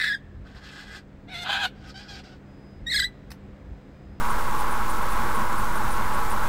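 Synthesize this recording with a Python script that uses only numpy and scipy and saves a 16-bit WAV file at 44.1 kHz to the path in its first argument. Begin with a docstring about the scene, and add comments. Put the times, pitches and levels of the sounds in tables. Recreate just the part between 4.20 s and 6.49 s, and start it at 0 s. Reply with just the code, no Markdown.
"""Tyres roll over smooth asphalt, heard inside a cruising car by a dashboard camera. Road texture shakes them; body
and cabin ring with it: a rumble, the hum of the air in the tyres and a roar near 1 kHz, all made of filtered noise.
Wind hisses at the windscreen: noise of uneven strength. The camera adds short electrical beeps with a puff
of fizz (gated tones and noise), faint whines (sine tones), its own hiss (noise) and a steady offset."""
import sys
import numpy as np
from scipy import signal
from scipy.fft import rfft, irfft, next_fast_len
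from scipy.io import wavfile
from scipy.ndimage import uniform_filter1d

SR = 44100
rng = np.random.default_rng(int(sys.argv[2]) if len(sys.argv) > 2 else 0)


def digitize_waveform(pressure):
    """Quantize a signal to 16-bit integers and store it at the path in sys.argv[1].

    Rows of a 2-D input are taken as channels; values are limited to [-1, 1].
    """
    field = np.atleast_2d(pressure).T
    bounded = np.clip(field, -1, 1)
    quanta = np.round(bounded * 32767).astype(np.int16)
    wavfile.write(sys.argv[1], SR, quanta)


N = 100900  # length in samples

# Spectrum of the body rumble: f/Hz, relative level per Hz/dB
RUMBLE_SPECTRUM = [(12, -40), (19, 4.5), (25, -2.5), (35, -3.5), (45, -1.5), (62, -12.5), (110, -11),
                   (160, -16.5), (280, -20.5), (400, -22), (700, -27.5), (1000, -60)]
# Resonances of tyres and cabin: f/Hz, width/Hz, level/dB
CABIN_RESONANCES = [(216.8, 29, -43.5), (334, 31, -48), (468, 75, -45.5), (581.5, 106, -45), (783, 72, -48),
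                    (855, 60, -36.5), (972.6, 51, -36), (1088, 110, -32.5), (1312, 70, -38.5),
                    (1448, 143, -38), (1584, 133, -42.5), (1740, 100, -49.5), (1912, 86, -50.5),
                    (2093, 180, -48)]
# Spectrum of the wind at the windscreen: f/Hz, relative level per Hz/dB
WIND_SPECTRUM = [(900, -30), (1700, -13), (2300, -1), (3000, -6.5), (3700, -7), (4500, -12.5),
                 (6500, -22.5), (10000, -42)]
# Electrical beeps of the camera: t/s, length/s, level/dB
BEEP_TIMES = [(0.099, 0.02, -45.8), (0.39, 0.022, -46.5), (0.507, 0.026, -47), (0.695, 0.023, -46),
              (0.904, 0.033, -47.9), (1.144, 0.024, -47.7), (1.379, 0.019, -46), (1.553, 0.03, -47),
              (1.706, 0.028, -46.4), (1.937, 0.024, -48.7), (2.102, 0.026, -46.5)]
# Faint whines of the camera: f/Hz, level/dB, sway/dB
WHINE_TONES = [(7882, -66, 2), (8603, -74, 4)]
# Spectrum of the camera hiss: f/Hz, relative level per Hz/dB
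HISS_SPECTRUM = [(1500, -12.5), (4000, -1), (8000, 0), (12000, -1.5), (16000, -1.5)]

# Names tell the units: _DB in dB, _HZ in Hz, _S in seconds
RUMBLE_DB, RUMBLE_SWAY_DB, RUMBLE_SWAY_HZ = -32.5, 0.27, 2.4
SWELL_DB, SWELL_HZ = 0.3, 3.65  # shared by all resonances
FLICKER_DB, FLICKER_HZ = 0.7, 9  # separate for each resonance
FLUTTER_DB, FLUTTER_HZ = 0.62, 40.06  # quick, shared by road and wind
WIND_DB, WIND_GRAIN_DB, WIND_FLICKER_DB, WIND_FLICKER_HZ = -45, 2.5, 0.27, 17
BEEP_HZ, BEEP_DRIFT_HZ, BEEP_EDGE_S = 9492, 12, 0.0015  # drift: random change of pitch from beep to beep
FIZZ_HZ, FIZZ_WIDTH_HZ, FIZZ_EDGE_S = 9600, 3000, 0.014
FIZZ_DB, FIZZ_GRAIN_DB = 1, 1.5  # the fizz level is relative to the beep
WHINE_SWAY_HZ = 15.2
HISS_DB, HISS_GRAIN_DB, HISS_FLICKER_DB, HISS_FLICKER_HZ = -44, 2, 0.55, 22
OFFSET = 0.1167  # as a part of full scale
TOP_HZ = 15735


def road():
    """Road texture drives the rumble and each resonance; resonances swell together, each flickers alone."""
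    rumble = coloured(rng.standard_normal(N), RUMBLE_SPECTRUM)
    out = undb(RUMBLE_DB + RUMBLE_SWAY_DB * walk(RUMBLE_SWAY_HZ)) * rumble
    swell = SWELL_DB * walk(SWELL_HZ)
    for hz, width_hz, db in CABIN_RESONANCES:
        ring = resonance(rng.standard_normal(N), hz, width_hz)
        flicker = FLICKER_DB * walk(FLICKER_HZ)
        out = out + undb(db + swell + flicker) * ring
    return out


def wind():
    """Dense eddies of uneven size hiss at the windscreen, with a slight flicker in level."""
    hiss = coloured(grains(WIND_GRAIN_DB), WIND_SPECTRUM)
    return undb(WIND_DB + WIND_FLICKER_DB * walk(WIND_FLICKER_HZ)) * hiss


def camera_beeps():
    """Each electrical beep switches on a tone and, with softer edges, a band of fizzing noise."""
    fizz = undb(FIZZ_DB) * resonance(grains(FIZZ_GRAIN_DB), FIZZ_HZ, FIZZ_WIDTH_HZ)
    drifts = BEEP_DRIFT_HZ * rng.standard_normal(len(BEEP_TIMES))
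    out = np.zeros(N)
    for (start, length, db), drift in zip(BEEP_TIMES, drifts):
        beep = gate(start, length, BEEP_EDGE_S) * tone(BEEP_HZ + drift)
        puff = gate(start, length, FIZZ_EDGE_S) * fizz
        out = out + undb(db) * (beep + puff)
    return out


def camera_whines():
    """Faint steady pitches whose levels sway at random."""
    return sum(undb(db + sway_db * walk(WHINE_SWAY_HZ)) * tone(hz) for hz, db, sway_db in WHINE_TONES)


def camera_hiss():
    """Uneven noise from the camera itself, with a flickering level."""
    hiss = coloured(grains(HISS_GRAIN_DB), HISS_SPECTRUM)
    return undb(HISS_DB + HISS_FLICKER_DB * walk(HISS_FLICKER_HZ)) * hiss


def undb(db):
    """Turn dB into a gain."""
    return 10 ** (np.asarray(db) / 20)


def filtered(x, gain_at):
    """Weight each frequency of x by a gain, then bring the result to rms 1."""
    size = next_fast_len(N)
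    hz = np.arange(size // 2 + 1) * SR / size + 1e-3  # just above zero, to allow logs and division
    y = irfft(rfft(x, size) * gain_at(hz), size)[:N]
    return y / np.sqrt(np.mean(y ** 2))


def coloured(x, spectrum):
    """Shape x by a spectrum, drawn as straight lines in dB over log frequency."""
    hz, db = np.array(spectrum).T

    def gain_at(f):
        return undb(np.interp(np.log(f), np.log(hz), db, left=-90, right=-90))

    return filtered(x, gain_at)


def resonance(x, hz, width_hz):
    """Ring x at one frequency; the resonance is applied twice, for steep flanks."""
    # 1.51 makes up for the narrowing when applied twice
    return filtered(x, lambda f: 1 / (1 + 1j * (f - hz ** 2 / f) / (1.51 * width_hz)) ** 2)


def walk(rate_hz):
    """Wander at random: levels held for 1 / rate seconds, smoothed twice; spread near 1."""
    k = int(SR / rate_hz)
    held = np.resize(np.repeat(rng.standard_normal(128), k), N)
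    smooth = uniform_filter1d(uniform_filter1d(held, k), k)
    return 1.3 * smooth  # makes up for the spread lost in smoothing


def grains(grain_db):
    """Noise of uneven strength: each sample gets a random boost, grain_db on average."""
    return rng.standard_normal(N) * undb(grain_db * rng.exponential(size=N))


def tone(hz):
    """A sine wave of rms 1."""
    return np.sqrt(2) * np.sin(2 * np.pi * hz * np.arange(N) / SR)


def gate(start, length, edge_s):
    """Open and close along straight ramps of edge_s seconds, 70 % open at the start and end times."""
    t = np.arange(N) / SR
    inside = np.minimum(t - start, start + length - t)  # seconds to the nearer end
    return np.clip(inside / edge_s + 0.7, 0, 1)


def scene():
    """Road and wind flutter together; the camera adds its own sounds; one channel."""
    flutter = undb(FLUTTER_DB * walk(FLUTTER_HZ))
    camera = camera_beeps() + camera_whines() + camera_hiss()
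    return (flutter * (road() + wind()) + camera)[None]


def record(dry):
    """The converter cuts the top with a steep low-pass filter and sits off centre."""
    low_pass = signal.ellip(16, 0.3, 80, TOP_HZ, fs=SR, output="sos")  # 0.3 dB ripple, 80 dB cut
    return OFFSET + signal.sosfilt(low_pass, dry)


dry = scene()
out = record(dry)
digitize_waveform(out)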